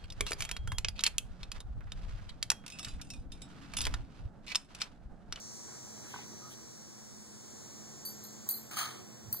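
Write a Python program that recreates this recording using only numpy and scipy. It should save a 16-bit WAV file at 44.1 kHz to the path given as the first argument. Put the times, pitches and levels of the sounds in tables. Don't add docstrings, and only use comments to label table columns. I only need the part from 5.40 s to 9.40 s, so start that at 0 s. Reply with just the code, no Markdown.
import sys
import numpy as np
from scipy import signal
from scipy.fft import rfft, irfft, next_fast_len
from scipy.io import wavfile

SR = 44100
rng = np.random.default_rng(int(sys.argv[2]) if len(sys.argv) > 2 else 0)


def invert_db(level):
    return 10 ** (np.asarray(level, dtype=float) / 20)


def waveform_to_disk(signal):
    frames = np.transpose(np.atleast_2d(signal))
    scaled = np.clip(frames, -1, 1) * 32767
    samples = np.round(scaled).astype(np.int16)
    wavfile.write(sys.argv[1], SR, samples)


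N = 176400
T = np.arange(N) / SR

# (time [s], level [dB])
MOTOR_LEVEL = [(0, 1), (0.599, -1.5), (1.2, -2.5), (1.5, -4.5), (1.901, -3.5), (2.2, -1.5), (2.7, -2),
               (3.05, -3.5), (3.15, -6.5), (4, -12)]
# (time [s], rate [Hz])
TOOTH_RATE = [(0, 203.75), (.5, 203.6), (1.3, 203.6), (1.75, 203.8), (2.25, 204.27), (2.75, 204.7),
              (3.05, 204.4), (4, 204.6)]
TOOTH_EARLY_DB = [-83, -72.5, -76, -70.5, -82, -68, -78, -65.5, -63, -62.5, -59, -91, -65, -70, -64, -77,
                  -76, -62.5, -68.5, -69, -64, -68, -68, -74, -68, -77.5, -84]
TOOTH_LATE_DB = [-84, -69, -76.5, -69.5, -91, -70.5, -73.5, -70, -72, -56.5, -65.5, -67, -67.5, -63, -67.5,
                 -71, -65, -64, -62.5, -64, -63.5, -86, -73, -70.5, -71, -87.5, -87]
# (frequency [Hz], density [dB per Hz])
BRUSH_HISS = [(3000, -15.5), (4200, -10), (5800, -5.5), (7800, -0.5), (8600, -8), (9300, -24), (10500, -61)]
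# (frequency [Hz], density [dB per Hz])
AIR_COLOUR = [(35, -32), (70, -5.5), (120, 0.5), (400, -2), (1200, -14.5), (3000, -21.5), (10000, -27),
              (15500, -26)]
# (time [s], level [dB])
AIR_LEVEL = [(0, -57.5), (.8, -55), (1.3, -58), (1.9, -59), (2.3, -56.5), (3.2, -56.5), (3.6, -55.5),
             (4, -59)]
# (centre [Hz], width [Hz], level [dB])
HUM_LINES = [(128.7, 9, -68), (215.4, 6.9, -71.5), (235.2, 6.4, -72), (324, 2.6, -71.5), (356, 8.1, -78)]
# (centre [s], half length [s], level [dB], centre [Hz], width [Hz])
RUBS = [(0.152, .03, -66, 8900, 14000), (0.33, 0.048, -64, 1190, 860), (0.708, 0.028, -63, 8950, 19000),
        (0.767, 0.077, -57, 2220, 1660), (1.057, 0.046, -60, 1250, 130), (1.121, 0.029, -60.5, 7800, 16000),
        (3.11, 0.024, -50.5, 7170, 2000), (1.126, 0.022, -61.5, 3280, 1200), (3.898, 0.061, -52.5, 105, 62),
        (0.66, 0.032, -62, 1230, 960), (3.575, 0.091, -57, 358, 23)]
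# (time [s], level [dB], brightness [Hz], ring share [ratio])
BUMPS = [
    (.28, -45.5, 910, 1.8),
    (0.472, -40, 446, 0.55),
    (.577, -45, 900, 0.42),
    (0.7402, -30, 1390, 0.92),
    (0.761, -35, 1600, 0.55),
    (0.787, -36, 795, 1.37),
    (3.064, -45, 900, 0.86),
    (3.946, -41.5, 1500, 0.17),
]
# (frequency [Hz], level [dB], t60 [s])
FLOOR_MODES = [(212, -27, 0.041), (395, -8, 0.089), (827, 0, 0.038), (977, 4, 0.027), (1076, -1.5, 0.035),
               (1526, -1.5, 0.031), (2800, 5, .015)]
# (frequency [Hz], level [dB], t60 [s])
BELL_ONE_MODES = [(4156, -6, 0.25), (4549, 3, 0.16), (4490, -5, .1), (4630, -2, 0.18), (9110, -1, 0.14),
                  (9180, 2, 0.15), (9340, -5, .08), (11950, -9, .2), (12550, 3, 0.3), (12600, -5, 0.3),
                  (14300, 1.5, 0.2), (14390, -6, .15)]
BELL_TWO_MODES = [(4156, 0, 0.35), (4175, -9, .3), (4592, -7, 0.25), (4650, -11, .2), (9044, 0, 0.15),
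                  (9090, -7, .17), (11919, -2, 0.22), (11952, 2, 0.22), (12535, -6, 0.3), (12590, 0, 0.36),
                  (14290, -5, 0.18), (14340, 0, .2), (14410, -8, 0.2)]
BELL_THREE_MODES = [(4156, 0, 0.55), (4635, 0, .15), (9060, 0, 0.2), (9108, -8, 0.12), (11950, 0, .07),
                    (12570, 4, 0.25), (12600, -10, .2), (14330, 8, .1), (14347, 0, .16), (14600, -10, .1)]
# (time [s], 4.2 kHz group [dB], 4.6-9 kHz [dB], 12 kHz [dB], 14 kHz [dB])
BELL_ONE_STRIKES = [
    (2.651, -51, -49, -48, -47),
    (2.655, -53, -48, -51, -45),
    (2.685, -67, -62, -58, -58),
]
BELL_TWO_STRIKES = [
    (2.837, -62, -56.5, -53.5, -72),
    (2.845, -51, -65, -56, -76),
    (3.089, -54, -43, -36, -30),
    (3.095, -46.5, -47, -42, -45),
    (3.109, -58, -40, -44, -48),
    (3.126, -60, -64, -47, -49),
    (3.140, -49, -53, -54, -58),
    (3.163, -67.5, -52, -62, -48),
]
BELL_THREE_STRIKES = [
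    (3.927, -52.5, -48, -39.5, -35),
    (3.965, -63.5, -59.5, -56, -48),
    (3.991, -60, -64, -60, -50),
]
GROUP_EDGES_HZ = (4400, 10500, 13500)
# (time [s], level [dB])
SNORT_EFFORT = [
    (3.303, -83),
    (3.311, -47.5),
    (3.366, -46.5),
    (3.371, -41.5),
    (3.39, -37),
    (3.45, -43),
    (3.52, -51),
    (3.62, -60.5),
]
# (frequency [Hz], width [Hz], level [dB])
NOSE = [(738, 193, -5.5), (1250, 125, 2.5), (1690, 300, -4.5), (2233, 350, -5), (3137, 280, -3.5),
        (4270, 450, -2), (6430, 147, -0.5), (9080, 320, -2.5), (11470, 340, -12.5), (13100, 380, -7),
        (15300, 230, -5.5)]
FAR_PORT_DB = {"bell": -36, "snort": -1.5, "floor": 0.5, "tone": 2.5, "motor": -4, "room": -5.5}
# (frequency [Hz], margin [dB])
KEEP_WITHIN = [(600, 30), (1400, 14), (2750, 6.5), (4100, 9), (5500, 11.5), (6900, 12), (8300, 12),
               (9700, 7), (11000, 4.5), (15500, 4.5)]

FIRST_ORDER, SHAFT_DB, ORDER_WANDER_DB, BRUSH_HISS_DB = 19, -18.5, 3, -59.5
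LOAD_SHIFTS_S = (1.8, 2.13)
DRONE_HZ, DRONE_DB, DRONE_WANDER_HZ = 215.7, -60, 2.46
BUMP_RISE_S = 0.0012
RISE_CYCLES, RESTRIKE_RISE_CYCLES = 3.5, 4.7
TICK_DB, TICK_S, RESTRIKE_TICK_DB = 12.5, 0.0016, -20
RATTLE_DB, RATTLE_PER_S, CALM_T60_S = 3.5, 75, 0.05
FIRST_DROP_T60_S, FIRST_SHARE = 0.07, 0.62
BELL_LAG = 1.6
NOSE_BREADTH_DB, NOSE_ROUGH_DB, NOSE_OPENS_S, NOSE_SHUT_DB = -15.5, 1.62, 3.37, -2.5
NOSE_DULLING = 0.62
ROOM_T60_S, ROOM_DB, WALL_CUT_HZ = 0.4, -5.5, 10500
MASK_SLOPE_DB = 9
TONE_STANDS_DB, TONE_BONUS_DB = 9.5, 14
WIDEN_LAG, WIDEN_FROM_HZ = 16, 566
PORT_NOISE_DB, PORT_NOISE_HZ = -61.5, 92
HIGH_PASS_HZ, CUTOFF_HZ = 38.7, 15750


def rms_one(x):
    return x / np.sqrt(np.mean(x ** 2) + 1e-20)


def drift(rate):
    r = np.exp(-80 * np.pi * rate / SR)
    slow = signal.lfilter([1], [1, -2 * r, r * r], rng.standard_normal(N // 40 + 2002))[2000:]
    return np.interp(np.arange(N) / 40, np.arange(len(slow)), rms_one(slow - slow.mean()))


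def coloured(spectrum):
    hz, db = np.transpose(spectrum)
    f = np.arange(N // 2 + 1) * SR / N + 1
    gain = invert_db(np.interp(np.log(f), np.log(hz), db, left=-60, right=db[-1]))
    return rms_one(irfft(rfft(rng.standard_normal((2, N))) * gain, N))


def resonate(x, hz, width_hz):
    r = np.exp(-np.pi * width_hz / SR)
    top = np.array([1, 0, -1]) * (1 - r * r) / 2
    return signal.lfilter(top, [1, -2 * r * np.cos(2 * np.pi * hz / SR), r * r], x)


def decay(s, t60):
    return (T >= s) * invert_db(-60 * np.clip(T - s, 0, None) / t60)


def ports(near, far, name):
    return np.array([near, invert_db(FAR_PORT_DB[name]) * far])


def motor():
    level = invert_db(np.interp(T, *np.transpose(MOTOR_LEVEL)))
    shifted = np.interp(T, LOAD_SHIFTS_S, (0, 1))
    turn = 2 * np.pi * np.cumsum(np.interp(T, *np.transpose(TOOTH_RATE))) / SR
    whine = 0
    for k, (early_db, late_db) in enumerate(zip(TOOTH_EARLY_DB, TOOTH_LATE_DB)):
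        phase = rng.uniform(0, 2 * np.pi, 4)
        shaft = 0
        for q in (1, 2):
            shaft = shaft + 2 * invert_db(SHAFT_DB + rng.normal(0, 3)) * np.sin(q * turn / 4 + phase[q])
        order_db = early_db + shifted * (late_db - early_db) + 3.5 + ORDER_WANDER_DB * drift(0.53)
        whine = whine + invert_db(order_db) * np.sin((FIRST_ORDER + k) * turn + phase[0]) * (1 + shaft)
    hiss = invert_db(BRUSH_HISS_DB) * coloured(BRUSH_HISS)
    return ports(whine * level + hiss[0] * level ** 0.32, hiss[1] * level ** 0.17, "motor")


def room_tone():
    bed = invert_db(np.interp(T, *np.transpose(AIR_LEVEL))) * coloured(AIR_COLOUR)
    for hz, width_hz, db in HUM_LINES:
        line = resonate(rng.standard_normal((2, N)), hz, width_hz)
        bed = bed + invert_db(db) * rms_one(resonate(line, hz, width_hz))
    turn = 2 * np.pi * np.cumsum(DRONE_HZ + DRONE_WANDER_HZ * drift(2.8)) / SR
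    drone = invert_db(DRONE_DB + 1.85 * drift(0.93)) * np.sin(turn - np.array([[0], [1.2]]))
    return ports(*(bed + drone), "tone")


def rubs():
    out = np.zeros((2, N))
    for s, half, db, hz, width_hz in RUBS:
        swell = np.exp(-abs((T - s) / half) ** 3.6)
        band = resonate(rng.standard_normal((2, N)), hz, width_hz)
        out += invert_db(db) * swell * rms_one(resonate(band, hz, 2 * width_hz))
    return out


def bumps():
    out = np.zeros(N)
    for s, db, bright_hz, share in BUMPS:
        luck = rng.normal(0, 4.1, len(FLOOR_MODES))
        rise = 1 - decay(s, 7 * BUMP_RISE_S * share)
        for (hz, mode_db, t60), extra in zip(FLOOR_MODES, luck):
            level = invert_db(db + mode_db + extra - 9) / np.hypot(1, (hz / bright_hz) ** 2)
            out += level * rise * decay(s, t60 * share) * np.sin(2 * np.pi * hz * (T - s))
    return out


def bell(modes, strikes):
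    out = np.zeros(N + SR)
    t = T[:SR // 2]
    last = began = 0
    unsteady = invert_db(RATTLE_DB * drift(RATTLE_PER_S))
    calm = decay(0, CALM_T60_S)[:len(t)]
    drop = 1 - FIRST_SHARE + FIRST_SHARE * decay(0, FIRST_DROP_T60_S)[:len(t)]
    for s, *group_db in strikes:
        start = int(s * SR)
        again = s - last < 0.07
        if not again:
            began = start
        last = s
        part = out[start:start + len(t)]
        cycles = RESTRIKE_RISE_CYCLES if again else RISE_CYCLES
        for hz, db, t60 in modes:
            level = invert_db(group_db[np.searchsorted(GROUP_EDGES_HZ, hz)] + db + 3)
            rise = 1 - np.exp(-t * hz / cycles)
            shake = calm + (1 - calm) * np.roll(unsteady, rng.integers(N))[:len(t)]
            tone = np.sin(2 * np.pi * hz * (t + (start - began) / SR))
            part += level * rise * drop * decay(0, t60)[:len(t)] * shake * tone
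        click = np.diff(rng.standard_normal(len(t) + 1)) / 2
        part += invert_db(max(group_db) + TICK_DB + RESTRIKE_TICK_DB * again) * np.exp(-t / TICK_S) * click
    return out[:N]


def snort():
    effort_db = np.interp(T, *np.transpose(SNORT_EFFORT), left=-120, right=-120)
    fading_db = (effort_db - effort_db.max()) * (T > T[np.argmax(effort_db)])
    air = rng.standard_normal((2, N)) * invert_db(NOSE_ROUGH_DB * drift(120))
    ringing = 0
    for k, (hz, width_hz, db) in enumerate(NOSE):
        level = invert_db(db + NOSE_DULLING * fading_db * hz / 15000)
        ringing = ringing + (-1) ** k * level * resonate(air, hz, width_hz)
    ringing = ringing * invert_db(NOSE_SHUT_DB * (T < NOSE_OPENS_S))
    breath = invert_db(NOSE_BREADTH_DB + NOSE_DULLING * fading_db) * resonate(air, 4300, 10600)
    return invert_db(effort_db + 13) * (ringing + breath)


def room(x):
    size = next_fast_len(N + SR)
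    bins = np.arange(size // 2 + 1)
    hz = bins * SR / size
    out = np.zeros((2, len(hz)), complex)
    for k, lag in enumerate((rng.uniform(.011, .037, 20) * SR).astype(int)):
        loss = invert_db(-60 * lag / SR / ROOM_T60_S * (3 + (hz / WALL_CUT_HZ) ** 2))
        loop = loss * np.exp(-2j * np.pi * hz * lag / SR)
        out[k % 2] += loop / (1 - loop) * (-1) ** (k // 2)
    return irfft(out * rfft(x, size), size)[:, :N]


def scene():
    steady = motor() + room_tone()
    brushes, knocks = rubs(), bumps()
    bells = bell(BELL_ONE_MODES, BELL_ONE_STRIKES) + bell(BELL_TWO_MODES, BELL_TWO_STRIKES)
    bells = bells + bell(BELL_THREE_MODES, BELL_THREE_STRIKES)
    lag = np.exp(-2j * np.pi * np.arange(N // 2 + 1) / N * BELL_LAG)
    late_bells = irfft(rfft(bells) * lag, N)
    nose = snort()
    wet = invert_db(ROOM_DB) * room(bells + knocks + 0.5 * nose[0])
    floor = ports(knocks, knocks, "floor") + ports(*brushes, "floor")
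    direct = floor + ports(bells, late_bells, "bell") + ports(*nose, "snort")
    return steady + direct + ports(*wet, "room")


def thin_out(mid_side):
    frame = dict(nperseg=2048, noverlap=1024, window="cosine")
    pad = 1024 - 824
    spec = signal.stft(np.pad(mid_side, ((0, 0), (pad, 0))), **frame)[2]
    edges = np.r_[np.arange(0, 100, 8), np.arange(104, 144, 12), np.arange(144, 448, 16),
                  np.arange(448, 1025, 32)]
    width = np.diff(np.r_[edges, 1025])
    power = np.add.reduceat(abs(spec) ** 2, edges, axis=1) / width[:, None] + 1e-30
    apart = abs(edges[:, None] - edges) / width[:, None]
    spread = invert_db(-2 * MASK_SLOPE_DB * apart)[:, :, None]
    mask = np.max(power.sum(0)[None] * spread, axis=1)
    peak = np.maximum.reduceat(abs(spec) ** 2, edges, axis=1)
    tonal = peak > power * invert_db(2 * TONE_STANDS_DB)
    margin_db = np.interp((edges + width / 2) * SR / 2048, *np.transpose(KEEP_WITHIN))
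    keep = power * invert_db(2 * TONE_BONUS_DB * tonal) > mask * invert_db(-2 * margin_db)[:, None]
    return signal.istft(spec * np.repeat(keep, width, axis=1), **frame)[1][:, pad:pad + N]


def band_limit(x):
    return signal.sosfilt(signal.butter(12, 16530, fs=SR, output="sos"), x)


def record(dry):
    hz = np.arange(N // 2 + 1) * SR / N + 1e-3
    late = np.exp(-2j * np.pi * hz * WIDEN_LAG / SR) / (1 + (WIDEN_FROM_HZ / hz) ** 6)
    left, right = rfft(dry)
    mid = (left + right) * (1 - late) / 2
    side = (left - right) * (1 + late) / 2
    rumble = coloured([(20, -12), (PORT_NOISE_HZ, 0), (300, -15), (600, -90)])[0]
    side = side + rfft(invert_db(PORT_NOISE_DB) * rumble)
    band = (hz < CUTOFF_HZ) / np.hypot(1, (HIGH_PASS_HZ / hz) ** 2)
    mid, side = thin_out(irfft(np.array([mid, side]) * band, N))
    return band_limit(np.array([mid + side, mid - side]))


dry = scene()
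out = record(dry)
waveform_to_disk(out)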